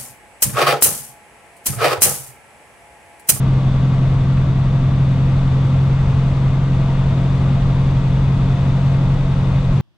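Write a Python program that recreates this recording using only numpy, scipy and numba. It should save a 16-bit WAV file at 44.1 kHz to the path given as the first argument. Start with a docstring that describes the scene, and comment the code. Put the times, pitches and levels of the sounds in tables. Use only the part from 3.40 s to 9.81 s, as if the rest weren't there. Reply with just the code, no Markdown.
"""A deep, steady engine boom fills the cab of a loaded truck slowly gaining speed on a highway.
The six-cylinder diesel booms at twice its firing rate, over a stack of weaker, uneven engine and gear tones.
The road rumbles through the floor; tyres and wind hiss, louder on the left. The drivetrain whines,
a metal part rings, the turbo whistles faintly and one soft tick comes about a second in.
A limiter (an automatic volume control) holds down the bass peaks."""
import sys
import numpy as np
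from scipy import signal
from scipy.fft import rfft, irfft, next_fast_len
from scipy.io import wavfile
from scipy.ndimage import uniform_filter1d, minimum_filter1d
from numba import njit

SR = 44100
rng = np.random.default_rng(int(sys.argv[2]) if len(sys.argv) > 2 else 0)


def waveform_to_disk(signal):
    """Save audio, clipped to [-1, 1], as 16-bit WAV at the path in sys.argv[1]."""
    frames = np.transpose(np.atleast_2d(signal))
    scaled = np.clip(frames, -1, 1) * 32767
    samples = np.round(scaled).astype(np.int16)
    wavfile.write(sys.argv[1], SR, samples)


N = 282681
TIME_S = np.arange(N) / SR
# an engine cycle is two crank turns and six firings; this is how many happen each second at the start
CYCLE_HZ = 11.007

# how sound reaches the two microphones: pitch_hz, likeness (0 to 1), left_over_right_db, left_lag_rad
STEREO = [(25, .985, .2, 0), (60, .995, .4, 0), (130, .996, .5, .02), (260, .96, .7, .08),
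          (530, .91, 2.6, .1), (1100, .87, 3.4, .45), (2300, .68, 3.2, .85), (3900, .4, 1.6, .8),
          (5000, .22, 1, .3), (10000, .15, .5, .3)]


def engine(cycle_rad, boom_multiple=12, middle_s=3.2):
    """The firings and gears make tones that follow the engine speed, each wavering a little."""
    # engine and gear tones: multiple (of the cycle rate), level_db (at middle_s), change_db_per_s
    tones = [(2, -35, 0), (3, -38, .5), (4, -36, -.4), (5, -40, 0), (6, -43, -1), (7, -34.5, 0),
             (8, -28.5, .3), (9, -32, .6), (10, -30, 1.2), (11, -33.5, .9), (13, -43, -.8),
             (14, -29.5, -.6), (15, -43, 0), (16, -27.5, .7), (18, -34, -1.3), (20, -46, -.4),
             (21, -46.5, 0), (22, -40, -.3), (23, -46.5, -.6), (24, -37.5, -.6), (28, -48.5, -2),
             (29, -51.5, -.3), (30, -50.5, -1.5), (31, -52, 0), (32, -50.5, -.3), (34, -54, .3),
             (39, -50.5, .3), (42, -52, .8), (47, -51.5, .5), (54, -57, -1.5), (72.42, -50.5, .8),
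             (82, -56, 0), (94, -59, 2), (104, -52, -1.9)]
    boom = (boom_multiple, -14.5, -.27)
    out = 0
    for multiple, level_db, change_db_per_s in [boom] + tones:
        if multiple == boom_multiple:  # the cab resonates here, so the boom is steady and fills it evenly
            waver_db, offset_rad, skew_rad = .3, 0, .03
        else:
            waver_db = 1
            offset_rad = -.42 + .367 * (multiple - boom_multiple) ** 2  # the same firings tie all tones
            skew_rad = min(.0065 * multiple, .16)  # shorter waves reach the two sides more out of step
        db = level_db + change_db_per_s * (TIME_S - middle_s) + waver_db * drift(3)
        phase = multiple * cycle_rad + offset_rad + .15 * drift(2)
        sides = np.array([[1], [-1]])
        pan = from_db(sides * at_pitch(multiple * CYCLE_HZ, STEREO, column=2) / 2)
        skew = sides * skew_rad * rng.choice([-1, 1])
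        out = out + np.sqrt(2) * from_db(db) * pan * np.sin(phase + skew)
    return out


def road_rumble(follow=.75, deep_hz=55):
    """The road shakes the frame and floor; only the deepest part swells over rough stretches."""
    # strength of the rumble from low to high: pitch_hz, level_db (per hertz)
    spectrum = [(8, -66.5), (14, -47), (20, -40), (35, -37), (55, -43.5), (80, -43), (110, -43), (135, -43),
                (170, -50), (245, -53), (285, -59), (320, -57.5), (370, -66.5), (500, -75), (900, -100),
                (20000, -170)]
    # roughness of the road, which the deep rumble partly follows: time_s, level_db
    roughness = [(0, -25), (1.6, -27), (2.15, -20), (2.5, -26), (2.86, -22), (3.15, -28), (3.6, -24),
                 (4.4, -26), (5.9, -22), (6.41, -24)]
    shake = stereo_noise(lambda hz: at_pitch(hz, spectrum, column=1))
    deep = signal.sosfiltfilt(signal.butter(2, deep_hz, fs=SR, output="sos"), shake)
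    road_db = over_time(roughness, column=1)
    swell = from_db(follow * (road_db - road_db.mean()))
    return shake + (swell - 1) * deep


def tyre_and_wind_hiss(cycle_rad, swell_db=2.5, swell_s=3.9):
    """Tyres and wind hiss louder as speed rises; the hiss pulses faintly in time with the engine."""
    # strength of the hiss from low to high: pitch_hz, level_db (per hertz)
    spectrum = [(150, -80.5), (400, -64.5), (600, -64), (770, -68), (1100, -66.5), (1750, -75.5),
                (2100, -76), (3100, -78), (3550, -78), (4100, -83.5), (5000, -88), (6400, -92),
                (9500, -100.5), (9950, -107), (10800, -112), (12200, -111), (15000, -124)]
    # narrow bands that the cab boosts or swallows: pitch_hz, width_hz, boost_db
    resonances = [(437, 30, 2), (519, 44, 3), (685, 50, 3.5), (927, 40, 4), (1314, 40, 1.5), (1770, 60, -3),
                  (1950, 200, 2.5), (2085, 40, -3), (2135, 50, 5), (2200, 45, -3), (2510, 45, 3.5),
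                  (2900, 30, 4), (3060, 200, -2.5), (3500, 120, 2.5), (3620, 30, 3.5), (3770, 30, 4),
                  (4300, 200, 2), (4725, 45, 5), (6300, 340, 3.5), (7800, 570, 4)]

    def level_at(hz):
        cab_db = sum(db / (1 + (2 * (hz - mid_hz) / width_hz) ** 2) for mid_hz, width_hz, db in resonances)
        return at_pitch(hz, spectrum, column=1) + cab_db

    # pulses with the engine cycle, a throb four times a cycle, and the boom
    pulse = 1 + .025 * np.cos(cycle_rad) + .035 * np.cos(4 * cycle_rad) + .025 * np.cos(12 * cycle_rad)
    rise_db = swell_db * (1 - np.exp(-TIME_S / swell_s))
    flicker_db = .5 * drift(3)
    return pulse * from_db(rise_db + flicker_db) * stereo_noise(level_at)


def drivetrain_whine(hoarse_per_s=60, left_over_right_db=3):
    """The drivetrain sings one wandering note, made hoarse by fast random changes."""
    # path of the note: time_s, pitch_hz, level_db
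    path = [(0, 686.3, -50.5), (1.9, 692, -46.5), (2.3, 692, -54.5), (2.9, 701, -50), (3.3, 672.3, -48),
            (3.75, 668, -44), (4.2, 679, -49.5), (4.6, 687, -47.5), (5.35, 691.4, -42.5), (5.8, 676, -48),
            (6.41, 672, -51)]
    hoarse = drift(hoarse_per_s) + 1j * drift(hoarse_per_s)  # random strength and phase
    phase = 2 * np.pi * np.cumsum(over_time(path, column=1)) / SR
    tone = np.real(hoarse * np.exp(1j * phase))
    pan_db = np.array([[1], [-1]]) * left_over_right_db / 2
    return tone / tone.std() * from_db(over_time(path, column=2) + pan_db)


def metal_ring(pitch_hz=3550, width_hz=24, flare_db=6, flares_per_s=9):
    """A small metal part, shaken in fits, rings on one thin note that slowly fades."""
    level_db = -63 - 1.5 * TIME_S + flare_db * drift(flares_per_s)
    shake = from_db(level_db) * rng.standard_normal(N)
    note = signal.lfilter(*signal.iirpeak(pitch_hz, pitch_hz / width_hz, fs=SR), shake)
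    make_up = np.sqrt(SR / (np.pi * width_hz))  # restores the strength lost in the narrow filter
    return np.array([note, np.roll(note, -1)]) * make_up


def faint_tick(band_hz=(1100, 2900), rise_s=.005):
    """One soft, brief tick of noise rises and quickly dies away, about a second in."""
    # the tick: start_s, level_db (its peak is about 9 dB lower)
    ticks = [(.970, -29)]
    burst = 0
    for start_s, level_db in ticks:
        age = np.maximum(TIME_S - start_s, 0) / rise_s
        burst = burst + from_db(level_db) * age * np.exp(-age)
    noise = signal.sosfilt(signal.butter(4, band_hz, "bandpass", fs=SR, output="sos"), rng.standard_normal(N))
    return burst * noise / noise.std()


def turbo_whistle(start_hz=9490, climb_hz_per_s=52, flutter_hz=75, start_db=-82, rise_db_per_s=1):
    """The turbo's thin whistle climbs with the load; its pitch and strength flutter."""
    pitch_hz = start_hz + climb_hz_per_s * TIME_S + flutter_hz * drift(120)
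    phase = 2 * np.pi * np.cumsum(pitch_hz) / SR
    level_db = start_db + rise_db_per_s * TIME_S + 2.7 * drift(25)
    return np.sqrt(2) * from_db(level_db) * np.sin(phase + np.array([[0], [.6]]))


def from_db(db):
    """Turn decibels into a number to multiply a sound by."""
    return 10 ** (np.asarray(db) / 20)


def over_time(table, column):
    """Join the rows of a time table with straight lines, giving a value for every sample."""
    return np.interp(TIME_S, [row[0] for row in table], [row[column] for row in table])


def at_pitch(hz, table, column):
    """Read between the rows of a pitch table, with octaves evenly spaced."""
    return np.interp(np.log(hz), np.log([row[0] for row in table]), [row[column] for row in table])


def drift(steps_per_s):
    """A smooth random wobble around zero: random steps, smoothed twice."""
    hold = int(SR / steps_per_s)
    steps = np.repeat(rng.standard_normal(N // hold + 1), hold)
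    return uniform_filter1d(uniform_filter1d(steps, hold), hold)[:N]


def stereo_noise(level_at):
    """Noise shaped by level_at(hz), in dB per hertz; the two sides are most alike in the bass."""
    size = next_fast_len(N)
    hz = np.maximum(np.arange(size // 2 + 1) * SR / size, 1)
    likeness = np.clip(at_pitch(hz, STEREO, column=1), 0, 1)
    shared, left_only, right_only = (rfft(rng.standard_normal(size)) for _ in range(3))
    pan = from_db(at_pitch(hz, STEREO, column=2) / 2)
    lag = np.exp(-.5j * at_pitch(hz, STEREO, column=3))
    left = (np.sqrt(likeness) * shared * lag + np.sqrt(1 - likeness) * left_only) * pan
    right = (np.sqrt(likeness) * shared / lag + np.sqrt(1 - likeness) * right_only) / pan
    return irfft(np.array([left, right]) * from_db(level_at(hz)) * np.sqrt(SR / 2), size)[:, :N]


@njit
def recover(allowed, step):
    """The volume drops at once to what is allowed and climbs back gradually."""
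    gain, out = 1., np.empty(len(allowed))
    for i in range(len(allowed)):
        gain = min(allowed[i], gain + (1 - gain) * step)
        out[i] = gain
    return out


def scene():
    """Add up all the sounds in the cab while the engine speeds up, ever more gently."""
    cycle_hz = CYCLE_HZ + .0698 * TIME_S - .00216 * TIME_S ** 2
    cycle_rad = 2 * np.pi * np.cumsum(cycle_hz) / SR
    return (engine(cycle_rad) + road_rumble() + tyre_and_wind_hiss(cycle_rad)
            + turbo_whistle() + metal_ring() + drivetrain_whine() + faint_tick())


def record(dry, bass_hz=300, limit_db=-7.2, look_ahead_s=.005, release_s=.05, top_hz=15000):
    """A limiter turns down only the bass, just ahead of its peaks; then the highest treble is cut."""
    bass = signal.sosfiltfilt(signal.butter(2, bass_hz, fs=SR, output="sos"), dry)
    window = int(look_ahead_s * SR)
    allowed = np.minimum(1, from_db(limit_db) / (np.abs(bass).max(axis=0) + 1e-9))
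    gain = recover(minimum_filter1d(allowed, window), 1 / (release_s * SR))
    limited = dry - bass + uniform_filter1d(gain, window) * bass
    fade_in = np.minimum(1, TIME_S / .004)
    return signal.sosfilt(signal.ellip(8, .2, 70, top_hz, fs=SR, output="sos"), limited * fade_in)


dry = scene()
out = record(dry)
waveform_to_disk(out)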